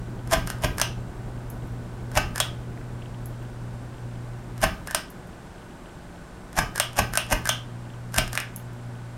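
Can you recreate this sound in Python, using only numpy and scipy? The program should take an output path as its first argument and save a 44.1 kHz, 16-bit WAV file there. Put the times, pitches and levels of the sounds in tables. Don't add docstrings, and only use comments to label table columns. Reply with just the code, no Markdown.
import sys
import numpy as np
from scipy import signal
from scipy.fft import rfft, irfft
from scipy.io import wavfile
from scipy.ndimage import uniform_filter1d

SR = 44100
rng = np.random.default_rng(int(sys.argv[2]) if len(sys.argv) > 2 else 0)


def output_pcm(signal):
    pcm = np.clip(np.atleast_2d(signal).T, -1, 1) * 32767
    wavfile.write(sys.argv[1], SR, np.round(pcm).astype(np.int16))


N = 404397
TIME = np.arange(N) / SR
RING = np.arange(SR * 3 // 4) / SR

MAINS_HZ = 60
BLADE_COUNT = 4
# multiple of the mains, relative level/dB
HUM_HARMONICS = [(1, -17.5), (2, -1), (3, -24.5), (4, -15.5), (6, -35.5)]
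# t/s, hum level from then on/dB
MOTOR_SETTINGS = [(0, -36.5), (4.68, -60), (6.59, -43), (6.99, -37.5)]
# t/s, blade passing rate/Hz
PASSING_RATE = [(0.0, 11.06), (1.97, 10.6), (6.1, 7.75), (6.41, 7.7), (9.17, 6.4)]
# f/Hz, relative level per Hz/dB
RUSH_SPECTRUM = [(20, -11), (45, 3.5), (100, 2), (200, -1), (320, -4), (500, -11), (1000, -18.5),
                 (2500, -47)]
REFERENCE_PASSES_PER_S = 10.78
PUFF_DB, PUFF_DB_PER_DOUBLING = -44, 19
RUSH_DB, RUSH_DB_PER_DOUBLING = -40, 18

# t/s, level/dB, housing thump level/dB, run-up/s, cup knock level/dB
PULLS = [(.3350, -11.5, -20.5, 0.01, -28.5), (0.6453, -19.5, -21, 0.0096, -29),
         (2.1764, -12, -22, 0.0097, -19), (4.6392, -11.5, -20.5, 0.00822, -21),
         (6.5897, -12.5, -23, 0.0099, -26), (6.992, -12, -20.5, 0.0094, -21),
         (7.3258, -14, -22.5, 0.00992, -18), (8.1830, -16, -24, .004, -34)]
# f/Hz, relative level per Hz/dB
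PULL_SPECTRUM = [(150, -13), (490, -19), (625, 6.5), (760, 1), (1150, -1.5), (1400, -10), (1570, -0.5),
                 (2150, -8), (3000, -9), (4000, -17.5), (5300, -11.5), (9000, -14), (13000, -18),
                 (16000, -41)]
# f/Hz, relative level/dB, t60/s
HOUSING_MODES = [(1020, -15, 0.096), (1187, -3.5, 0.27), (1256, -10.5, 0.61), (1529, 2, 0.12),
                 (1578, -7, 0.3), (1602, -2.5, 0.12), (1850, -16, .14), (1960, -28, 0.068),
                 (2155, -3, 0.055), (2835, -7.5, 0.12), (3030, -14, 0.29), (5140, -4, 0.14)]
# f/Hz, relative level per Hz/dB
THUMP_SPECTRUM = [(15, -21), (30, 7.5), (48, 6.5), (72, -1), (140, -1), (195, -4.5), (300, -11),
                  (450, -15.5), (900, -41.5)]

# t/s, level/dB, crack f/Hz, crack level re snap/dB,
# spring f/Hz, spring level/dB, bead interval/s
SNAPS = [(0.8148, -12.5, 5760, -5, 2900, -26.5, .016), (2.4017, -12, 7650, -10, 3390, -23.5, .0213),
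         (4.9471, -12.5, 8650, -10, 5200, -29, .037), (6.7990, -10.5, 8660, -12.5, 3070, -22.5, .0202),
         (7.174, -12.5, 9000, -2, 2900, -24, .019), (7.4910, -12, 5870, -9, 3130, -19.5, 0.018),
         (8.1830, -12, 2240, -6, 5030, -28, 0.02), (8.3755, -21, 2050, 4, 2310, -44, .0225)]
# f/Hz, relative level per Hz/dB
SNAP_SPECTRUM = [(150, -57), (470, -15.5), (600, 10.5), (850, 2.5), (1250, 5), (2200, -2.5), (3000, -2),
                 (4400, -5), (5400, 0.5), (7000, -4), (8700, 3), (11000, -6.5), (14000, -9.5), (16500, -18)]

# t ahead of the clunk/s, level re the clunk/dB
TIGHTENING_BEADS = [(.06, -28.5), (.023, -18)]
# t/s, level/dB
LOOSE_TICKS = [(0.4734, -26), (0.5015, -24), (8.179, -21), (8.278, -33.5), (8.4017, -25.5)]
# f/Hz, relative level per Hz/dB
TICK_SPECTRUM = [(200, -11), (600, 9), (1200, 9.5), (1650, 6), (2500, 0.5), (4200, -1.5), (5300, 5.5),
                 (6200, 1.5), (8000, 4.5), (9000, 8.5), (9900, -9), (11000, 7), (13500, -7.5), (16500, -15)]
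RETURN_BEADS = 2
RETURN_DB, EARLIER_BEAD_DB, SLOW_RUN_DB_PER_S = -18.5, -1.5, -240

# t/s, level/dB
PINGS = [(1.5012, -38), (3.2578, -38), (5.102, -43), (8.5612, -30)]
# f/Hz, relative level/dB, t60/s
BULB_MODES = [(6508, -13, .15), (9100, -14, .08), (10960, -4, .11), (11130, 1, 0.12), (11600, -8, .08),
              (12420, -5, .12), (12900, -6, .08), (13570, -3, .13), (14300, -10, .08), (15210, -9, .12)]
REBOUND_S, REBOUND_DB = .17, -57

# t/s, level/dB, f/Hz
RATTLES = [(2.775, -41, 1750), (3.020, -43, 2950), (5.580, -52, 3000), (5.857, -48, 3000),
           (7.900, -47, 3020)]
RATTLE_BACK_S, RATTLE_BACK_DB = 0.037, -3

# f/Hz, level/dB
ROOM_TONES = [(177.3, -52), (360.5, -58), (587, -62), (1497, -64.5), (15750, -96)]
# f/Hz, relative level per Hz/dB
FLOOR_SPECTRUM = [(20, 0.5), (60, 1), (200, -1), (450, -8), (800, -7), (1350, -12.5), (1510, -10),
                  (1700, -14.5), (2400, -20.5), (4500, -26.5), (7200, -29), (7700, -22), (9200, -30.5),
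                  (16000, -43.5)]
FLOOR_DB = -44.5
# f/Hz, t60/s, relative echo level/dB
REVERBERATION = [(200, 0.23, -14), (606, 0.27, -6), (1420, 0.31, -4), (3030, 0.31, -0.5),
                 (5440, 0.28, -6.5), (9000, 0.22, -11.5), (15000, 0.19, -7.5)]
EDGE_HZ = 16100


def motor(waver_db=0.83, flutter_db=1.0, wobble_db=1.5, wobble_turn=0.34, switch_s=0.055):
    starts, levels_db = np.transpose(MOTOR_SETTINGS)
    setting = np.searchsorted(starts[1:], TIME)
    current = uniform_filter1d(gain_of(levels_db[setting]), int(switch_s * SR))
    rate, = follow(PASSING_RATE)
    turns = np.cumsum(rate) / SR / BLADE_COUNT
    wobble = np.cos(2 * np.pi * (turns + wobble_turn))
    harmonics = np.zeros(N)
    for multiple, db in HUM_HARMONICS:
        level = gain_of(db + waver_db * drift(6.6))
        harmonics += level * np.sin(2 * np.pi * (multiple * MAINS_HZ * TIME + rng.random()))
    swell = gain_of(wobble_db * wobble + flutter_db * drift(10))
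    return np.sqrt(2) * current * swell * harmonics


def blades(puff_hz=39, puff_s=0.021, swish=0.25, uneven_db=0.7, stray=0.064, eddy_db=0.8):
    rate, = follow(PASSING_RATE)
    doublings = np.log2(rate / REFERENCE_PASSES_PER_S)
    puff_db = PUFF_DB + PUFF_DB_PER_DOUBLING * doublings
    rush_db = RUSH_DB + RUSH_DB_PER_DOUBLING * doublings
    passes = np.cumsum(rate) / SR + stray * drift(2.5)
    offset = passes - np.round(passes)
    since = offset / rate
    bell = np.exp(-.5 * (since / puff_s) ** 2)
    puffs = bell * np.cos(2 * np.pi * puff_hz * since) * np.cos(np.pi * offset)
    rush = noise(RUSH_SPECTRUM) * (1 + swish * np.cos(2 * np.pi * passes))
    uneven_puffs = gain_of(puff_db + uneven_db * drift(5)) * evened(puffs - puffs.mean())
    return uneven_puffs + gain_of(rush_db + eddy_db * drift(18)) * rush


def pulls(scrape_db=-3.5, drop_db=-3, settle_s=0.0052, ring_db=-18, grit=0.51, cup_hz=630, cup_width_hz=70):
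    force, body = np.zeros((2, N))
    lead_s = .05
    t = RING - lead_s
    for s, db, _, run_up_s, cup_db in PULLS:
        grains = rng.standard_normal(len(t))
        roughness = np.repeat(rng.standard_normal(len(t)), 32)[:len(t)]
        grains = grains * np.exp(grit * roughness - grit ** 2)
        swell = np.exp(-abs(t) / np.where(t < 0, run_up_s, settle_s))
        add(force, s - lead_s, gain_of(db + scrape_db) * swell * grains)
        add(force, s, gain_of(db + drop_db) * contact(t60=0.028))
        add(body, s, gain_of(db + ring_db) * ring(HOUSING_MODES))
        knock = resonate(contact(t60=0.021), cup_hz, cup_width_hz)
        add(body, s - run_up_s, gain_of(cup_db) * 2 * knock)
    return coloured(force, PULL_SPECTRUM) + body


def thumps(rise_s=0.0094, t60=0.31, early_s=.016, linger_db=-13, linger_t60=1.0):
    out = np.zeros(N)
    decay = fade(t60) + gain_of(linger_db) * fade(linger_t60)
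    shape = (1 - np.exp(-(RING / rise_s) ** 2)) * decay
    for s, _, db, *_ in PULLS:
        add(out, s - early_s, gain_of(db) * noise(THUMP_SPECTRUM, size=len(RING)) * shape)
    return out


def snaps(ring_db=-23, spring_t60=0.15, spring_width_hz=650, crack_width_hz=1150, spring_rise_s=0.0022):
    force, body = np.zeros((2, N))
    for s, db, crack_hz, crack_db, spring_hz, spring_db, _ in SNAPS:
        add(force, s, gain_of(db) * contact(t60=0.026))
        crack = resonate(contact(t60=0.01), crack_hz, crack_width_hz)
        add(body, s, gain_of(db + crack_db) * crack)
        spring = resonate(rng.standard_normal(len(RING)), spring_hz, spring_width_hz)
        shape = fade(spring_t60) * (1 - np.exp(-RING / spring_rise_s))
        add(body, s, gain_of(spring_db) * spring * shape / np.sqrt(2))
        add(body, s, gain_of(db + ring_db) * ring(HOUSING_MODES))
    return coloured(force, SNAP_SPECTRUM) + body


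def beads():
    tightening = [(s - ahead_s, db + bead_db) for s, db, *_ in PULLS for ahead_s, bead_db in TIGHTENING_BEADS]
    returning = []
    for s, *_, gap_s in SNAPS:
        for k in range(RETURN_BEADS):
            db = RETURN_DB + k * EARLIER_BEAD_DB + SLOW_RUN_DB_PER_S * gap_s
            returning.append((s - (k + 1) * gap_s, db))
    return tightening + returning + LOOSE_TICKS


def ticks(ring_db=-19, slide_db=-20, slide_s=0.04, rub_db=-8, rub_hz=1630, rub_width_hz=450):
    force, body = np.zeros((2, N))
    slide = np.hanning(int(slide_s * SR))
    for s, db in beads():
        add(force, s, gain_of(db) * contact(t60=0.012))
        add(force, s - slide_s / 2, gain_of(db + slide_db) * slide * rng.standard_normal(len(slide)))
        rub = resonate(contact(t60=0.067), rub_hz * rng.uniform(0.91, 1.04), rub_width_hz)
        add(body, s, gain_of(db + rub_db) * rub)
        add(body, s, gain_of(db + ring_db) * ring(HOUSING_MODES))
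    return coloured(force, TICK_SPECTRUM) + body


def rubs(rub_db=-18, rub_hz=1640, rub_width_hz=260, grit=0.46):
    out = np.zeros(N)
    for s, db, *_, gap_s in SNAPS:
        run_s = (RETURN_BEADS + .5) * gap_s
        size = int(run_s * SR)
        grains = rng.standard_normal(size)
        grains = grains * np.exp(grit * np.repeat(rng.standard_normal(size), 128)[:size])
        rub = evened(resonate(grains, rub_hz, rub_width_hz)) * np.sqrt(np.hanning(size))
        add(out, s - run_s, gain_of(db + rub_db + SLOW_RUN_DB_PER_S * gap_s) * rub)
    return out


def pings(ring_db=-13):
    force, glass = np.zeros((2, N))
    rebounds = [(s + REBOUND_S, REBOUND_DB) for s, _ in PINGS]
    for s, db in PINGS + rebounds:
        add(force, s, gain_of(db) * contact(t60=0.018))
        add(glass, s, gain_of(db + ring_db) * ring(BULB_MODES))
    return coloured(force, [(2000, -42), (6500, -5), (9500, -3), (11300, 7), (16000, -7)]) + glass


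def rattles(width_hz=700, stray_db=-52, stray_hz=3000, count=30):
    out = np.zeros(N)
    backs = [(s + RATTLE_BACK_S, db + RATTLE_BACK_DB, hz) for s, db, hz in RATTLES]
    strays = [(s, stray_db, stray_hz) for s in rng.uniform(0, TIME[-1], count)]
    for s, db, hz in RATTLES + backs + strays:
        add(out, s, gain_of(db) * resonate(contact(t60=0.027), hz, width_hz))
    return out


def background(waver=0.42):
    tones = np.zeros(N)
    for hz, db in ROOM_TONES:
        level = gain_of(db + 0.66 * drift(8.3))
        tones += level * np.sin(2 * np.pi * hz * TIME + waver * drift(6.4))
    return gain_of(FLOOR_DB) * noise(FLOOR_SPECTRUM) + np.sqrt(2) * tones


def bedroom(x, count=3):
    shares = np.array([drift(2) for _ in range(count)])
    shares /= np.linalg.norm(shares, axis=0)
    return x + sum(signal.oaconvolve(x * share, echoes())[:N] for share in shares)


def echoes(gap_s=.003):
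    hz, t, z = signal.stft(rng.standard_normal(SR // 2), SR, nperseg=256)
    t60 = read(REVERBERATION, hz)[:, None]
    level = gain_of(read(REVERBERATION, hz, axis=2))[:, None]
    z = z * fade(t60, t) * level * np.sqrt(2 * np.log(1000) / (t60 * SR))
    return np.r_[np.zeros(int(gap_s * SR)), signal.istft(z, SR, nperseg=256)[1]]


def contact(t60, size=2048):
    burst = rng.standard_normal(size) * fade(t60, RING[:size])
    for _ in range(3):
        z = rfft(burst)
        burst = irfft(z / (abs(z) + 1e-9)) * fade(5 * t60, RING[:size])
    return burst / np.linalg.norm(burst) * np.sqrt(.002 * SR)


def ring(modes):
    total = np.zeros(len(RING))
    for hz, db, t60 in modes:
        total += gain_of(db) * fade(t60) * np.sin(2 * np.pi * (hz * RING + rng.random()))
    return total


def resonate(x, hz, width_hz):
    band = signal.butter(2, [hz - width_hz / 2, hz + width_hz / 2], "band", fs=SR)
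    out = signal.lfilter(*band, x)
    return out * np.linalg.norm(x) / np.linalg.norm(out)


def coloured(x, spectrum, size=2048):
    log_gain = np.log(gain_of(read(spectrum, abs(np.fft.fftfreq(size, 1 / SR)))))
    response = np.exp(np.conj(signal.hilbert(log_gain)))
    taps = np.fft.ifft(response).real[:size // 2]
    return signal.oaconvolve(x, taps / np.linalg.norm(taps))[:N]


def noise(spectrum, size=N):
    gain = gain_of(read(spectrum, np.fft.rfftfreq(size, 1 / SR)))
    return evened(irfft(rfft(rng.standard_normal(size)) * gain, size))


def drift(hz):
    rates = hz * np.geomspace(.1, 1, 12)[:, None]
    t = np.linspace(0, TIME[-1], 1000)
    sines = np.sin(2 * np.pi * (rates * t + rng.random(rates.shape)))
    return evened(np.interp(TIME, t, sines.sum(0)))


def fade(t60, t=RING):
    return np.exp(-np.log(1000) * t / t60)


def gain_of(db):
    return 10 ** (np.asarray(db) / 20)


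def evened(x):
    return x / np.sqrt(np.mean(x ** 2) + 1e-20)


def read(points, hz, axis=1):
    columns = np.transpose(points)
    return np.interp(np.log(hz + 1), np.log(columns[0] + 1), columns[axis])


def follow(rows):
    s, *columns = np.transpose(rows)
    return [np.interp(TIME, s, c) for c in columns]


def add(mix, s, sound):
    part = mix[max(round(s * SR), 0):][:len(sound)]
    part += sound[:len(part)]


def scene():
    direct = motor() + blades() + background() + thumps() + rattles()
    switch = pulls() + snaps() + ticks() + rubs() + pings()
    return (direct + bedroom(switch))[None]


def record(dry, notch_hz=7900, notch_q=22):
    notched = signal.lfilter(*signal.iirnotch(notch_hz, notch_q, SR), dry)
    lowpass = signal.firwin(255, EDGE_HZ, window=("kaiser", 9), fs=SR)
    return signal.oaconvolve(notched, lowpass[None], "same")


dry = scene()
out = record(dry)
output_pcm(out)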